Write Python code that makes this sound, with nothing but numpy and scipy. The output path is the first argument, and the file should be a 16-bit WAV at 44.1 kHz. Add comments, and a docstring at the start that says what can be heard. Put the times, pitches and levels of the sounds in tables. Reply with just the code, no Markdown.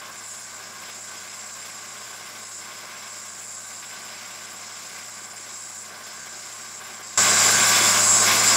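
"""A small belt grinder runs on a workshop bench while a hand strokes a blade along the leather belt.
Wheel flaws and noise ring the frame; a hum, tonal knocks and two bands of ball-pass whine run with them.
The blade adds rasp, fine hiss and a brief ring; a bright sizzle lies above the whine.
Up to 7.175 s the sound is spliced from short pieces, as in a speed-up, and turned down 20 dB.
Then it cuts to one unbroken stretch at full level."""
import sys
import numpy as np
from scipy import signal
from scipy.fft import rfft, irfft
from scipy.io import wavfile
from scipy.ndimage import uniform_filter1d

SR = 44100
rng = np.random.default_rng(int(sys.argv[2]) if len(sys.argv) > 2 else 0)


def to_linear_factor(level_db):
    """Convert decibel levels (scalar or array-like) to linear amplitude factors."""
    exponent = np.asarray(level_db, float) / 20
    return 10 ** exponent


def master(y):
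    """Save y as 16-bit WAV."""
    cut = np.clip(np.atleast_2d(y).T, -1, 1)
    pcm = np.round(cut * 32767)  # scale
    wavfile.write(sys.argv[1], SR, pcm.astype(np.int16))


N = 377496
CUT_S, TURNED_DOWN_DB = 7.175, -20
PIECE_S, FIRST_JOIN_S, FADE_S, SEEK_S = 0.03202, 0.0116, 0.008, 0.012


def evened(x):
    """Scales to rms 1."""
    return x / rms(x)


def rms(x):
    """Root mean square along the last axis."""
    return np.sqrt(np.mean(abs(x) ** 2, axis=-1, keepdims=True))


def coloured(x, spectrum):
    """Filters by (freq_hz, density_db) points, straight in dB over log frequency; rms 1."""
    hz, db = np.transpose(spectrum)
    f = np.fft.rfftfreq(N, 1 / SR)
    gain_db = np.interp(np.log(f + 1), np.log(hz), db, -100, -100)
    return evened(irfft(rfft(x) * to_linear_factor(gain_db), N))


def patchy(patch_db, flicker_db):
    """White noise with drifting time-frequency patches and a flicker shared by all bands."""
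    real, imag, patch = rng.standard_normal((N // 128 + 5, 257, 3)).T
    patch = uniform_filter1d(uniform_filter1d(patch, size=8, axis=0), size=20, axis=1)
    flicker = evened(uniform_filter1d(rng.standard_normal(real.shape[1]), size=8))
    level_db = patch_db * patch / patch.std() + flicker_db * flicker
    noise = signal.istft((real + 1j * imag) * to_linear_factor(level_db), nperseg=512, noverlap=384)[1]
    return evened(noise[:N])


def tones(lines, width_hz, steady, drift_hz):
    """Lines part steady, part fluttering in level and phase, each drifting slowly in pitch; rms 1."""
    hz, db = np.transpose(lines)
    step = 64  # samples per control value
    keep = np.exp(-np.pi * width_hz * step / SR)
    real, imag = rng.standard_normal((N // step + 2, len(hz), 2)).T
    flutter = evened(signal.lfilter([1], [1, -2 * keep, keep ** 2], real + 1j * imag))
    swing = steady + np.sqrt(1 - steady ** 2) * flutter
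    drift = evened(uniform_filter1d(rng.standard_normal(real.shape), size=200, axis=1))
    swing = swing * np.exp(2j * np.pi * drift_hz * np.cumsum(drift, axis=1) * step / SR)
    t = np.arange(N) / SR
    out = np.zeros(N)
    for f, gain, s, start in zip(hz, to_linear_factor(db), swing, rng.random(len(hz))):
        carrier = np.exp(2j * np.pi * (f * t + start))
        out += gain * (np.repeat(s, step)[:N] * carrier).real
    return evened(out)


def hold(start_s, length_s, fade_s):
    """Rises to 1 around the start, holds, and falls around the end."""
    t = np.arange(N) / SR
    return np.clip(np.minimum(t - start_s, start_s + length_s - t) / fade_s + 0.5, 0, 1)


def wheel_flaws():
    """Flaws on the wheels come round each turn; the belt wanders, so the pattern slowly changes."""
    turn = np.arange(N) * 22.49 / SR  # turns per second over SR
    flaws = rng.standard_normal((2, 2000))
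    at = (turn % 1 * 2000).astype(int)
    wear_rad = turn / 40
    return np.cos(wear_rad) * flaws[0, at] + np.sin(wear_rad) * flaws[1, at]


# rumble through frame and bench: [freq_hz, density_db]
DRONE_SPECTRUM = [(24, -52), (40, -23), (60, -27.5), (88, -22), (125, -16.5), (270, -12), (480, -12.5),
                  (650, -9), (900, -7), (1300, -4.5), (1750, -7.5), (2000, -14), (2600, -40.5)]
# frame resonances: [freq_hz, width_hz, over_rumble_db]
FRAME_MODES = [(170, 18, 7), (222.73, 32.6, 5.5), (364, 105, 4), (457.1, 22, 5), (533.7, 24, 5),
               (603.05, 29, 6), (723, 150, 3), (833, 25, 3.5), (992.6, 16.6, 1.5), (1073.6, 35, 8.5),
               (1143, 16, 8), (1212.6, 54, 1.5), (1423, 40, 3.5), (1533.2, 47, 8.5), (1616, 83, 7),
               (1815, 40, 2.5)]


def turning_wheels():
    """Wheel flaws and fresh rumble ring the resonances of the frame."""
    f = np.fft.rfftfreq(N, 1 / SR)
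    power = 1 + sum(to_linear_factor(2 * db) / (1 + (2 * (f - hz) / width_hz) ** 4) for hz, width_hz, db in FRAME_MODES)
    rumble = coloured(0.89 * wheel_flaws() + patchy(1.33, 0.65), DRONE_SPECTRUM)
    return evened(irfft(rfft(rumble) * np.sqrt(power), N))


# strongest tones of wheels and frame: [freq_hz, relative_db]
KNOCK_LINES = [(360.7, -54.5), (538.3, -57), (607, -47.5), (721.4, -50), (877.5, -53), (942.1, -52.5),
               (990.5, -51), (1071, -42), (1147, -42.5), (1190, -50.5), (1351, -53.5), (1443, -51),
               (1529, -47), (1592, -48), (1642, -45), (1820, -55), (2067, -48.5), (2223, -53), (2444, -63)]


def wheel_knocks():
    """Narrow, mostly steady tones of wheels and frame."""
    return tones(KNOCK_LINES, width_hz=4, steady=0.85, drift_hz=0)


# hum partials: [multiple_of_hum, peak_db before the turn-down]
HUM_PARTIALS = [(1, -39.5), (2, -41)]


def steady_hum():
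    """Sum of fixed cosines at multiples of one hum frequency."""
    t, hum_hz = np.arange(N) / SR, 106.4
    return sum(to_linear_factor(db) * np.cos(2 * np.pi * k * hum_hz * t) for k, db in HUM_PARTIALS)


# noise around the upper whine: [freq_hz, density_db]
UPPER_RUSH = [(3650, -40), (6200, -23), (6440, -4), (6950, -5), (7140, -1), (7460, 1), (8600, -13),
              (11200, -33.5), (18900, -120)]
# upper ball-pass tones with side lines: [freq_hz, relative_db]
UPPER_LINES = [(6422, -48), (6551, -40), (6638, -38), (6735, -45), (6853, -41), (6988, -38), (7074, -43),
               (7278, -31), (7418, -30), (7477, -40), (7612, -40.5), (7720, -36), (7849, -35), (7930, -41),
               (8150, -47), (8280, -47.5)]


def upper_whine():
    """Upper ball-pass tones of the bearings, fluttering within a band of noise."""
    rush = coloured(patchy(1.5, 1.1976), UPPER_RUSH)
    return to_linear_factor(-5) * rush + to_linear_factor(-1.5) * tones(UPPER_LINES, width_hz=24, steady=0.35, drift_hz=6)


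# noise around the lower whine: [freq_hz, density_db]
LOWER_RUSH = [(2590, -31), (4400, -7), (5090, -2), (6300, -7.5), (8190, -21.5), (13900, -120)]
# lower ball-pass tones: [freq_hz, relative_db]
LOWER_LINES = [(3822, -44), (3957, -46.5), (4258, -45.5), (4323, -56.5), (4689, -44), (4823, -42.5),
               (5125, -36.5), (5243, -43), (5556, -42), (5669, -41), (5986, -44), (6115, -46.5),
               (6239, -47)]


def lower_whine():
    """Lower ball-pass tones of the bearings, fluttering within a band of noise."""
    rush = coloured(patchy(1.2, 0.88), LOWER_RUSH)
    return to_linear_factor(-1.5) * rush + to_linear_factor(-1.5) * tones(LOWER_LINES, width_hz=18, steady=0.4, drift_hz=4)


def blade_scrape(spectrum, grit_share, repeat, flicker_db):
    """Dense grit clicks and the beat of the wheels over a flickering hiss."""
    click_db = 5.7 * np.minimum(rng.exponential(1, N), 3)
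    hit = rng.random(N) < 1500 / SR  # mean clicks per second over SR
    grit = evened(rng.standard_normal(N) * to_linear_factor(click_db) * hit)
    return coloured(patchy(2.0, flicker_db) + grit_share * grit + repeat * wheel_flaws(), spectrum)


# blade chattering on the leather: [freq_hz, density_db]
RASP_SPECTRUM = [(1500, -13), (1900, -5), (2030, 3.5), (2230, 1.5), (2290, 0), (2450, 0), (2600, -2),
                 (3200, -3.5), (3300, -5.5), (3430, 0), (3560, -5.5), (3700, -4), (4100, -9), (4500, -12.5),
                 (5800, -9.5)]


def blade_rasp():
    """The blade chatters on the leather, strongly marked by the turning wheels."""
    return blade_scrape(RASP_SPECTRUM, grit_share=0.28, repeat=1.0, flicker_db=0.74)


# fine hiss of leather on steel: [freq_hz, density_db]
HISS_SPECTRUM = [(4000, -4), (6000, -2.5), (9000, -2), (11000, -1.5), (13000, -1), (13300, -12),
                 (13700, -2.5), (15700, -5)]


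def leather_hiss():
    """Leather slides on steel: a finer scrape, only faintly marked by the wheels."""
    return blade_scrape(HISS_SPECTRUM, grit_share=0.3, repeat=0.12, flicker_db=1.47)


# bright band above the whine: [freq_hz, density_db]
SIZZLE_SPECTRUM = [(8300, -18), (8600, -6), (8950, 0), (9120, -1.5), (9210, 2.5), (9300, 2), (9620, -1),
                   (9850, -1.5), (10250, -13), (10600, -25)]
# thin tones in the bright band: [freq_hz, relative_db]
SIZZLE_LINES = [(8920, -51), (9211, -43), (9335, -52), (10444, -57)]


def bright_sizzle():
    """Band of patchy noise with thin fluttering tones in it."""
    band = coloured(patchy(1.1, 0.75), SIZZLE_SPECTRUM)
    return band + to_linear_factor(-12.5) * tones(SIZZLE_LINES, width_hz=20, steady=0.2, drift_hz=8)


# how the blade lies on the belt, before waver, jumps and turn-down:
# [time_s, rasp_db, upper_whine_db, sizzle_db]
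CONTACT_LEVELS = [(0.0, -26, -22, -34), (0.1, -26.4, -24.5, -36.5), (0.3, -29, -18.6, -26.5),
                  (0.68, -27, -24.9, -38), (0.9, -25.5, -23, -32.5), (1.02, -30.5, -18.5, -34),
                  (1.12, -25, -23.5, -33.8), (1.48, -27.5, -19.9, -32.5), (2.28, -25, -24.5, -34),
                  (2.58, -30.5, -17.5, -30), (2.68, -25.5, -24, -34.1), (2.96, -25, -25.5, -35.1),
                  (3.14, -27, -20.2, -33.5), (3.52, -31, -18.5, -29), (4.1, -24, -23.5, -35),
                  (4.52, -26, -22, -33), (4.68, -26.7, -21, -37.1), (4.86, -25, -22, -33.5),
                  (5.34, -29, -20.5, -32), (5.44, -28, -19.5, -33), (5.82, -30.3, -19.5, -30.4),
                  (5.92, -27, -24.5, -35.4), (6.4, -28.2, -19, -35.5), (6.5, -25.2, -21.5, -31.9),
                  (6.78, -29, -20.9, -36), (6.88, -23.5, -25, -31.2), (7.0, -28.5, -21.7, -36.5),
                  (7.18, -28.1, -19.5, -36), (7.8, -25.0, -21.5, -32.5), (8.18, -30, -17.5, -33),
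                  (8.32, -24, -24.5, -33), (8.56, -28, -19, -34)]
# sudden changes of blade contact, mostly one piece long: [start_s, length_s, rasp_db, upper_whine_db]
CONTACT_JUMPS = [(0.009, .032, -0.5, -6.5), (0.08, 0.037, -1.5, -4), (.204, 0.03, 1.5, -5),
                 (.876, .032, 0.5, -1), (1.516, .032, -3.5, 0.5), (2.351, .032, 1, -0.5),
                 (2.608, .032, 4, -3.5), (3.31, .032, -4, 2), (3.413, 0.037, 3, -1), (3.694, 0.03, 2, -1),
                 (3.79, .032, -3, 2.5), (3.822, 0.029, 3.5, -3), (4.012, .032, -3, 1.5),
                 (4.462, 0.039, 1, -4), (4.526, .032, 0, -4), (5.101, .032, -3.5, 1.5),
                 (5.265, 0.039, 0, -5), (5.327, .032, 1.5, -8), (5.455, .032, 0.5, -3.5),
                 (5.905, 0.13, -0.5, -2.5), (6.257, 0.033, 1, -3.5), (6.736, .064, -1, 1),
                 (6.798, .032, 1.5, -6), (6.992, .032, 0.5, -7), (7.99, 0.27, -2.5, 0.5)]


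def blade_contact(source):
    """Blade pressure wavers by chance, rasp rising as the whine sinks; gives each layer's dB per piece."""
    t, waver_s = np.arange(N) / SR, 0.067
    waver = uniform_filter1d(rng.standard_normal((N, 2)).T, size=round(waver_s * SR), axis=1)
    pressure, sparkle = evened(waver)[:, source]  # each piece catches another moment
    time_s, *columns = np.transpose(CONTACT_LEVELS)
    rasp_db, whine_db, sizzle_db = (np.interp(t, time_s, column) for column in columns)
    jump_db = sum(np.outer(dbs, hold(start_s, length_s, FADE_S))
                  for start_s, length_s, *dbs in CONTACT_JUMPS)
    rasp_db = rasp_db + 1.03 * pressure + jump_db[0]
    whine_db = whine_db - 0.64 * pressure + jump_db[1]
    sizzle_db = sizzle_db + 0.63 * sparkle

    def follow(mean_db, per_rasp, per_whine, per_sizzle):
        """Level that moves with the three driving levels, in dB per dB off their means."""
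        return (mean_db + per_rasp * (rasp_db + 27) + per_whine * (whine_db + 21)
                + per_sizzle * (sizzle_db + 33))

    drone_db = follow(-25.5, 0.18, -0.31, -0.1471)
    low_db = follow(-26.5, 0.57, 0.6, -0.3236)
    hiss_db = follow(-32.5, 0.41, -0.23, 0.28)
    return drone_db, whine_db, low_db, rasp_db, sizzle_db, hiss_db


def splices(machine):
    """Source sample and cross-fade weight of the outgoing and the incoming piece."""
    t = np.arange(N) / SR
    place = (np.minimum(t, CUT_S) - FIRST_JOIN_S + FADE_S / 2) / PIECE_S + 1
    piece = place.astype(int)
    joins = np.searchsorted(piece, np.arange(piece.max() + 1))
    fade, seek = round(FADE_S * SR), round(SEEK_S * SR)
    skip = [0]
    for at, chance in zip(joins, rng.random(len(joins))):
        # jump to a random spot, then slide to where the wave best continues the piece that ends
        spot = int(chance * (N - 2 * SR))
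        ending = machine[at + skip[-1]:][:fade]
        likeness = signal.correlate(machine[spot:spot + fade + seek], ending, "valid")
        skip.append(spot + np.argmax(likeness) - at)
    skip = np.array(skip)
    rise = np.clip((place - piece) * PIECE_S / FADE_S, 0, 1)
    source = np.arange(N) + np.array([skip[piece], skip[piece + 1]])
    return np.clip(source, 0, N - 1), np.array([1 - rise, rise])


# tones of the blade: [freq_hz, relative_db]
BLADE_LINES = [(3451, 3), (3400, -7)]


def blade_sings():
    """The blade rings for a moment in fluttering tones."""
    ring = tones(BLADE_LINES, width_hz=25, steady=0.2, drift_hz=3.03)
    return to_linear_factor(-37) * hold(start_s=7.56, length_s=0.4, fade_s=0.05) * ring


def scene():
    """Both pieces read the running machine at their own place and are cross-faded."""
    drone = turning_wheels() + to_linear_factor(-6) * wheel_knocks()
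    hum, whine, low = steady_hum(), upper_whine(), lower_whine()
    machine = drone + to_linear_factor(24.5) * hum + to_linear_factor(-3) * whine + to_linear_factor(-6) * low  # guides the joins only
    source, weight = splices(machine)
    drone_db, whine_db, low_db, rasp_db, sizzle_db, hiss_db = blade_contact(source)
    wheels = to_linear_factor(drone_db) * drone[source] + hum[source]
    bearings = to_linear_factor(whine_db) * whine[source] + to_linear_factor(low_db) * low[source]
    blade = to_linear_factor(rasp_db) * blade_rasp()[source] + to_linear_factor(hiss_db) * leather_hiss()[source]
    sizzle = to_linear_factor(sizzle_db) * bright_sizzle()[source]
    pieces = wheels + bearings + blade + sizzle + blade_sings()
    volume = to_linear_factor(np.where(np.arange(N) / SR < CUT_S, TURNED_DOWN_DB, 0))
    return (volume * (pieces * weight).sum(0))[None]


def low_pass(x):
    """Removes everything above the highest recorded frequency."""
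    return signal.sosfilt(signal.butter(12, 16620, fs=SR, output="sos"), x)


def record(dry):
    """Returns the finished mix as stored."""
    return low_pass(dry)


dry = scene()
out = record(dry)
master(out)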